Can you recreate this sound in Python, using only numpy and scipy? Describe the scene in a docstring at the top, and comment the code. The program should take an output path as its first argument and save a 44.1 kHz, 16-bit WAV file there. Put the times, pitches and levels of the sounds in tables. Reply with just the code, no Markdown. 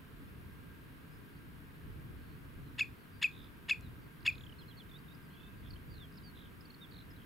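"""A redshank on a fence post gives four sharp alarm calls over foggy open ground.
Its syrinx is a harmonic source filtered by the throat and open bill: each call climbs through short
harsh registers and breaks into a falling whistle. Fence and ground return faint echoes, and grass and
posts scatter a short tail. Far off a small songbird twitters in gliding, nearly pure tones and other
birds whistle faintly, above a low distant rumble and the hiss of open air and microphone."""
import sys
import numpy as np
from scipy import signal
from scipy.fft import rfft, irfft
from scipy.io import wavfile

SR = 44100
rng = np.random.default_rng(int(sys.argv[2]) if len(sys.argv) > 2 else 0)


def waveform_to_disk(signal):
    """Save audio, clipped to [-1, 1], as 16-bit WAV at the path in sys.argv[1]."""
    frames = np.transpose(np.atleast_2d(signal))
    scaled = np.clip(frames, -1, 1) * 32767
    samples = np.round(scaled).astype(np.int16)
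    wavfile.write(sys.argv[1], SR, samples)


N = 319725
CUTOFF_HZ = 15750
# resonances of the redshank's throat and open bill: frequency_hz, gain_db
THROAT_RESPONSE = [(850, -24.5), (1720, -14), (2250, -2.5), (2650, 0), (3450, -3.5), (3950, -10),
                   (4550, -6.5), (5200, -12.5), (6000, -26), (6900, -7.5), (7800, -18), (10300, -19.5),
                   (13000, -20.5), (15800, -25)]


def from_db(db):
    """Amplitude grows tenfold for every 20 decibels."""
    return 10 ** (np.asarray(db) / 20)


def along(rows, at):
    """Linear interpolation of a table's other columns along its first."""
    place, *columns = np.transpose(rows)
    return [np.interp(at, place, column) for column in columns]


def at_hz(points, hz):
    """Interpolation of a spectrum on a logarithmic frequency axis."""
    frequencies, values = np.transpose(points)
    return np.interp(np.log(np.maximum(hz, 1)), np.log(frequencies), values)


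def add(track, start_s, sound):
    """Superposition: a short sound sums into a track."""
    start = int(round(start_s * SR))
    part = sound[:max(N - start, 0)]
    track[start:start + len(part)] += part


def pan(left_db):
    """A level difference between the channels gives direction."""
    return from_db(np.array([[left_db], [-left_db]]) / 2)


def drift(rate_hz, size):
    """Slow random modulation: Gaussian values joined by straight lines."""
    steps = np.arange(size) * rate_hz / SR
    return np.interp(steps, np.arange(size), rng.standard_normal(size))


def fade(size, rise_s, fall_s):
    """A gate with sine-squared edges limits spectral splatter."""
    t = np.arange(size) / SR
    rise = np.sin(np.pi / 2 * np.clip(t / rise_s, 0, 1)) ** 2
    fall = np.sin(np.pi / 2 * np.clip((t[-1] - t) / fall_s, 0, 1)) ** 2
    return rise * fall


def stereo_noise(gain):
    """Partly coherent noise: the mid-side balance sets the correlation at each frequency."""
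    # likeness of left and right: frequency_hz, correlation
    coherence = [(60, 0.32), (110, 0.49), (200, 0.66), (380, 0.29), (700, 0.06), (1290, -0.08),
                 (2380, 0.068), (4400, 0.094), (8120, 0.98), (15000, 1.0)]
    hz = np.arange(N // 2 + 1) * SR / N
    alike = np.clip(at_hz(coherence, hz), 0, 1)
    mid, side = rfft(rng.standard_normal((2, N))) * gain
    mid = irfft(mid * np.sqrt(1 + alike), N)
    side = irfft(side * np.sqrt(1 - alike), N)
    return (mid + side * [[1], [-1]]) / np.std(mid)


def hiss(level_db=-64):
    """Steady broadband noise of air and microphone, with narrow noise bands heard as thin tones."""
    # colour of the hiss: frequency_hz, relative_db
    air_spectrum = [(350, -28), (600, -10), (832, -8), (940, -1), (1490, -1), (1580, -0.5), (1690, -6),
                    (1760, -3), (2790, -7.5), (3330, -11), (4260, -15), (6150, -24.5), (7850, -24.5),
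                    (11500, -18), (15500, -18.5)]
    # faint steady tones: centre_hz, width_hz, level_db
    tones = [(1601, 8, -79), (1620, 110, -74), (12500, 2, -90.5)]
    hz = np.arange(N // 2 + 1) * SR / N
    noise = from_db(level_db) * stereo_noise(from_db(at_hz(air_spectrum, hz)))
    for centre_hz, width_hz, tone_db in tones:
        peak = 1 / (1 + (2 * (hz - centre_hz) / width_hz) ** 2)
        noise += from_db(tone_db) * stereo_noise(peak)
    return noise


def rumble(split_hz=140, flutter_db=2, upper_share=0.19):
    """Amplitude-modulated low noise: the deep band swells, and the upper band follows only a little."""
    # swell of the deep band: time_s, level_db
    swell = [(0.0, -57), (0.46, -51.5), (0.5, -57.5), (1.73, -58), (1.84, -52.5), (2.93, -53.5),
             (2.97, -63.5), (3.35, -56), (3.71, -58.5), (3.8, -52), (4.1, -56.5), (4.14, -67),
             (4.22, -54.5), (5.59, -59), (5.65, -52), (6.88, -63.5), (6.9, -55.5), (7.25, -58.5)]
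    # colour of the distant rumble: frequency_hz, relative_db
    spectrum = [(12, -46), (20, -6), (70, 2), (140, -0.5), (213, -9), (274, -7), (364, -14.5), (441, -15),
                (568, -25.5), (700, -26), (910, -35.5), (1540, -120)]
    swell_db, = along(swell, np.arange(N) / SR)
    deep_db = swell_db + flutter_db * drift(rate_hz=12, size=N)
    upper_db = -57 + upper_share * (deep_db - swell_db.mean())
    hz = np.arange(N // 2 + 1) * SR / N
    colour = from_db(at_hz(spectrum, hz))
    deep = stereo_noise(colour * (hz < split_hz))
    upper = stereo_noise(colour * (hz >= split_hz) / (1 + (hz / 900) ** 8))
    return from_db(deep_db) * deep + from_db(upper_db) * upper


def tick(t60_s=0.004, band_hz=(3000, 9000)):
    """A band-limited noise transient with exponential decay, heard as a tiny snap nearby."""
    # the snap before filtering: start_s, level_db
    bursts = [(3.81, -46)]
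    snap, t = np.zeros(N), np.arange(SR // 20) / SR
    for start_s, level_db in bursts:
        add(snap, start_s, from_db(level_db - 60 * t / t60_s) * rng.standard_normal(len(t)))
    return signal.sosfilt(signal.butter(2, band_hz, "band", fs=SR, output="sos"), snap + 1e-18)


def chirp(length_s, hz, sweep_hz, arch_hz=0, waver=0.0085):
    """Frequency modulation: a sine glides along a parabola, wavering in pitch and level."""
    size = int(length_s * SR)
    position = np.linspace(-1, 1, size)
    pitch_hz = hz + sweep_hz * position / 2 + arch_hz * (1 - position ** 2)
    phase = 2 * np.pi * np.cumsum(pitch_hz * (1 + waver * drift(440, size))) / SR
    shimmer = from_db(1.1 * drift(104, size))
    return np.sin(phase) * fade(size, 0.35 * length_s, 0.26 * length_s) * shimmer


def far_birds(count=18, span_s=(0.9, 7.1), range_hz=(3600, 5240), glide_hz=703, level_db=-77):
    """Falling whistles at random times, so distant that the hiss nearly masks them."""
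    song = np.zeros(N)
    for when, pitch, glide in rng.random((count, 3)):
        note = chirp(0.08, np.interp(pitch, [0, 1], range_hz), -glide * glide_hz, waver=0.02)
        add(song, np.interp(when, [0, 1], span_s), from_db(level_db) * note)
    return song


def single_notes(rest_hz=3720, chip_pull=0.62):
    """Pitch glides form the songbird's slurs, chips and syllables that descend in three steps."""
    # slurred whistles: start_s, length_s, start_hz, end_hz, arch_hz, level_db
    slurs = [(3.1, .12, 4800, 4680, 0, -74), (3.81, .082, 4170, 3340, 232, -67),
             (4.34, .14, 6200, 6750, 450, -77), (4.926, 0.054, 3410, 4020, -135, -56.5),
             (5.096, .042, 3620, 3800, 0, -64), (5.33, 0.256, 2670, 2590, 0, -69.5),
             (5.90, .028, 4670, 4660, 0, -63), (5.989, 0.076, 3800, 3060, 45, -56),
             (6.167, 0.024, 5330, 3280, 545, -58.5), (6.221, 0.095, 4800, 4200, 56, -60.5),
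             (6.804, .057, 3590, 3090, 300, -54), (7.099, .025, 5500, 4800, 0, -65)]
    # short chips: start_s, pitch_hz, level_db
    chips = [(4.892, 3700, -61), (4.913, 3510, -56), (4.985, 4600, -64), (5.081, 3650, -59.5),
             (5.147, 5000, -64), (5.704, 4500, -52.5), (5.733, 4320, -54), (5.759, 3090, -56),
             (6.606, 5070, -58), (6.652, 4570, -57), (6.701, 4350, -54.5), (6.741, 4370, -55),
             (7.161, 3950, -61)]
    # descending syllables: start_s, top_hz, level_db
    cascades = [(4.58, 4230, -59.5), (4.675, 4190, -61), (4.766, 4350, -57)]
    # steps of each syllable: delay_s, length_s, pitch_ratio, step_db
    steps = [(0, 0.034, 0.97, 0), (.03, 0.019, 0.766, 3), (.049, .013, .68, -3)]
    song = np.zeros(N)
    for start_s, length_s, start_hz, end_hz, arch_hz, level_db in slurs:
        note = chirp(length_s, (start_hz + end_hz) / 2, end_hz - start_hz, arch_hz)
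        add(song, start_s, from_db(level_db) * note)
    for start_s, hz, level_db in chips:
        note = chirp(0.0098, hz, sweep_hz=chip_pull * (rest_hz - hz))   # toward the resting pitch
        add(song, start_s, from_db(level_db) * note)
    for start_s, top_hz, level_db in cascades:
        for delay_s, length_s, pitch_ratio, step_db in steps:
            hz = pitch_ratio * top_hz
            note = chirp(length_s, hz, sweep_hz=-0.12 * hz, arch_hz=0.03 * hz)
            add(song, start_s + delay_s, from_db(level_db + step_db) * note)
    return song


def trill(start_s, count, period_s, length_s, first_hz, last_hz, sweep_hz, level_db):
    """A periodic train of chirps on a sliding pitch, uneven in level and softer at both ends."""
    song, count = np.zeros(N), int(round(count))
    swell_db = -3 * np.linspace(-1, 1, count) ** 2 + 1.8 * rng.standard_normal(count)
    for k, hz in enumerate(np.linspace(first_hz, last_hz, count)):
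        add(song, start_s + k * period_s, from_db(level_db + swell_db[k]) * chirp(length_s, hz, sweep_hz))
    return song


def zigzag(start_s, count, period_s, length_s, first_hz, last_hz, sweep_hz, level_db, ratio=1.12):
    """Two chirp trains half a period apart: a higher falling note precedes each rising one."""
    rising = trill(start_s, count, period_s, length_s, first_hz, last_hz, sweep_hz, level_db)
    falling = trill(start_s - period_s / 2, count + 1, period_s, period_s / 2,
                    ratio * first_hz, ratio * last_hz, sweep_hz=-400, level_db=level_db - 5)
    return rising + falling


def rattle(count=13, first_period_s=0.0232, slowing_s=0.00058):
    """A train of steep downward chirps whose period and notes lengthen as the pitch sinks."""
    # course of the rattle: time_s, pitch_hz, sweep_hz, length_s, level_db
    contour = [(4.205, 4550, -1500, .005, -63), (4.377, 3800, -1800, .0055, -54),
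               (4.435, 3330, -750, 0.0094, -52.5), (4.525, 2960, -450, .01, -55)]
    song, start_s = np.zeros(N), contour[0][0]
    for k in range(count):
        hz, sweep_hz, length_s, level_db = along(contour, start_s)
        add(song, start_s, from_db(level_db) * chirp(length_s, hz, sweep_hz))
        start_s += first_period_s + k * slowing_s
    return song


def songbird():
    """Frequency-modulated tones sum to a running song of single notes, a rattle and quick trills."""
    # plain trills: start_s, count, period_s, length_s, first_hz, last_hz, sweep_hz, level_db
    trills = [(2.169, 14, .015, .014, 4380, 4320, -700, -73.5),
              (3.31, 13, 0.013, 0.0079, 3680, 3600, -750, -57.5),
              (5.302, 6, .031, 0.033, 3250, 3600, -200, -63), (5.30, 6, .032, .009, 2950, 3150, 500, -62),
              (5.635, 5, .012, .007, 3400, 3400, 600, -58), (5.925, 6, .013, .0096, 4570, 3800, -800, -59),
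              (6.124, 3, .016, .0046, 4850, 5000, 1300, -62),
              (7.184, 4, .016, 0.0066, 3300, 3160, -500, -62.5)]
    # trills of alternating falling and rising notes: same columns
    zigzags = [(6.356, 8, .0165, 0.0065, 3560, 3180, 900, -56.5),
               (6.92, 5, .0222, .007, 4020, 3590, 900, -55)]
    song = single_notes() + rattle()
    return song + sum(trill(*row) for row in trills) + sum(zigzag(*row) for row in zigzags)


def from_right(x, lag_s=12e-6, left_db=-5):
    """Time and level differences: sound from the right reaches the left channel later and weaker."""
    t = np.arange(N) / SR
    left = np.interp(t - lag_s, t, x[0])
    return np.array([left, x[1]]) * pan(left_db)


def scatter(x, t60_s, width=0.66):
    """Diffuse scattering by grass and posts: convolution with exponentially decaying noise."""
    # colour of the scattered sound: frequency_hz, gain_db
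    spectrum = [(1000, -3), (2300, 4), (2650, -3.5), (3450, 3.5), (5200, 6.5), (7500, 3), (15000, -8)]
    t, hz = np.arange(SR) / SR, np.arange(SR // 2 + 1)
    mid, side = rng.standard_normal((2, SR)) * from_db(-60 * t / t60_s) * fade(SR, 0.004, 0.1)
    tail = (mid + width * side * [[1], [-1]]) / np.sqrt(np.sum(mid ** 2))
    tail = irfft(rfft(tail) * from_db(at_hz(spectrum, hz)), SR)
    return signal.fftconvolve(x[None], tail, axes=1)[:, :N]


def echoes(x, dull_hz=7000):
    """Discrete reflection: fence and ground return delayed, weaker and duller copies."""
    # reflection paths: delay_ms, gain_db, left_minus_right_db
    paths = [(4.55, -32, -8), (29.5, -31, 3), (34.1, -23, 5), (40.2, -31, -1.5), (57, -33, 1)]
    dull = signal.sosfilt(signal.butter(1, dull_hz, fs=SR, output="sos"), x + 1e-18)
    t = np.arange(N) / SR
    return sum(from_db(gain_db) * pan(left_db) * np.interp(t - delay_ms / 1000, t, dull)
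               for delay_ms, gain_db, left_db in paths)


def rasp(low_hz=1500, dull_hz=12000):
    """Turbulence noise filtered by the throat, with no bass, scaled to unit power."""
    hz = np.arange(N // 2 + 1) * SR / N
    highpass = (hz / low_hz) ** 3 / np.hypot(1, (hz / low_hz) ** 3)
    lowpass = 1 / np.hypot(1, (hz / dull_hz) ** 2)
    throat = from_db(at_hz(THROAT_RESPONSE, hz))
    noise = irfft(rfft(rng.standard_normal(N)) * throat * highpass * lowpass, N)
    return noise / np.sqrt(np.mean(noise ** 2))


def syrinx(hz, overtones_db, jitter, rolloff_db_per_octave, count=16):
    """Source and filter: a slightly unsteady harmonic series is weighted by the throat's resonances."""
    phase = 2 * np.pi * np.cumsum(hz * (1 + jitter * drift(2500, len(hz)))) / SR
    harmonic = np.arange(1, count + 1)[:, None]
    source_db = (harmonic > 1) * (overtones_db - rolloff_db_per_octave * np.log2(harmonic / 2))
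    gain = from_db(source_db + at_hz(THROAT_RESPONSE, harmonic * hz)) * (harmonic * hz < CUTOFF_HZ)
    return np.sum(gain * np.sin(harmonic * phase), axis=0)


def redshank(lead_rasp_db=-21, whistle_rasp_db=-35):
    """Register breaks: the voice jumps upward in harsh steps, then snaps into a purer falling whistle."""
    # alarm calls: whistle_start_s, gain_db, lead_in_stretch
    calls = [(2.8086, -1.5, 1.04), (3.2423, 0.7, 1.03), (3.71, 0, .99), (4.2770, 0.5, 0.98)]
    # harsh lead-in: before_whistle_ms, length_ms, start_hz, end_hz, level_db, overtones_db
    registers = [(27.04, 4.3, 810, 880, -40, -0.5), (23.6, 5.9, 872, 1017, -32.5, -1.5),
                 (18.37, 4.3, 1050, 1230, -32, -3.5), (16.19, 4.6, 1290, 1386, -29, 2),
                 (13.94, 6.1, 1700, 1750, -23, -3.5), (7.85, 8.2, 2290, 2214, -29.5, -6.5)]
    # course of the whistle: time_ms, pitch_hz, level_db, overtones_db
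    whistle = [(0, 2580, -22, -26), (2.5, 2630, -19, -24), (7.1, 2540, -25, -24), (13.8, 2470, -25, -17.5),
               (21.4, 2405, -34, -22), (28.4, 2250, -39, -14)]
    voice, airflow, ms = np.zeros(N), np.zeros(N), 0.001
    for whistle_s, call_db, stretch in calls:
        for before_ms, length_ms, start_hz, end_hz, level_db, overtones_db in registers:
            start_s = whistle_s - before_ms * ms * stretch
            size = int(length_ms * ms * stretch * SR)
            effort = from_db(call_db + level_db) * fade(size, ms, ms)
            hz = np.linspace(start_hz, end_hz, size)
            harsh = syrinx(hz, overtones_db, jitter=0.013, rolloff_db_per_octave=10.5)
            add(voice, start_s, effort * harsh)
            add(airflow, start_s, effort * from_db(lead_rasp_db))
        size = int(whistle[-1][0] * ms * SR)
        hz, level_db, overtones_db = along(whistle, np.arange(size) / SR / ms)
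        effort = from_db(call_db + level_db) * fade(size, ms, 2 * ms)
        # the whistle's overtones are weak but reach far up
        clear = syrinx(hz, overtones_db, jitter=0.0047, rolloff_db_per_octave=-0.5)
        add(voice, whistle_s, effort * clear)
        add(airflow, whistle_s, effort * from_db(whistle_rasp_db))
    return voice + airflow * rasp()


def scene():
    """Direct and reflected sound superpose: redshank close and nearly central, songbirds far right."""
    call, song = redshank(), songbird() + far_birds()
    direct = call * pan(left_db=1.1)
    tails = from_db(-22.5) * scatter(call, t60_s=0.25) + from_db(-33) * scatter(call, t60_s=0.49)
    near = from_db(-25) * scatter(call, t60_s=0.035, width=1.8)
    far = from_right(song + from_db(-20) * scatter(song, t60_s=0.18))
    return direct + echoes(call) + near + tails + far + tick() + rumble() + hiss()


def record(dry):
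    """Band limiting: a steep low-pass filter removes the highest treble."""
    hz = np.arange(N // 2 + 1) * SR / N
    return irfft(rfft(dry) / np.sqrt(1 + (hz / CUTOFF_HZ) ** 400), N)


dry = scene()
out = record(dry)
waveform_to_disk(out)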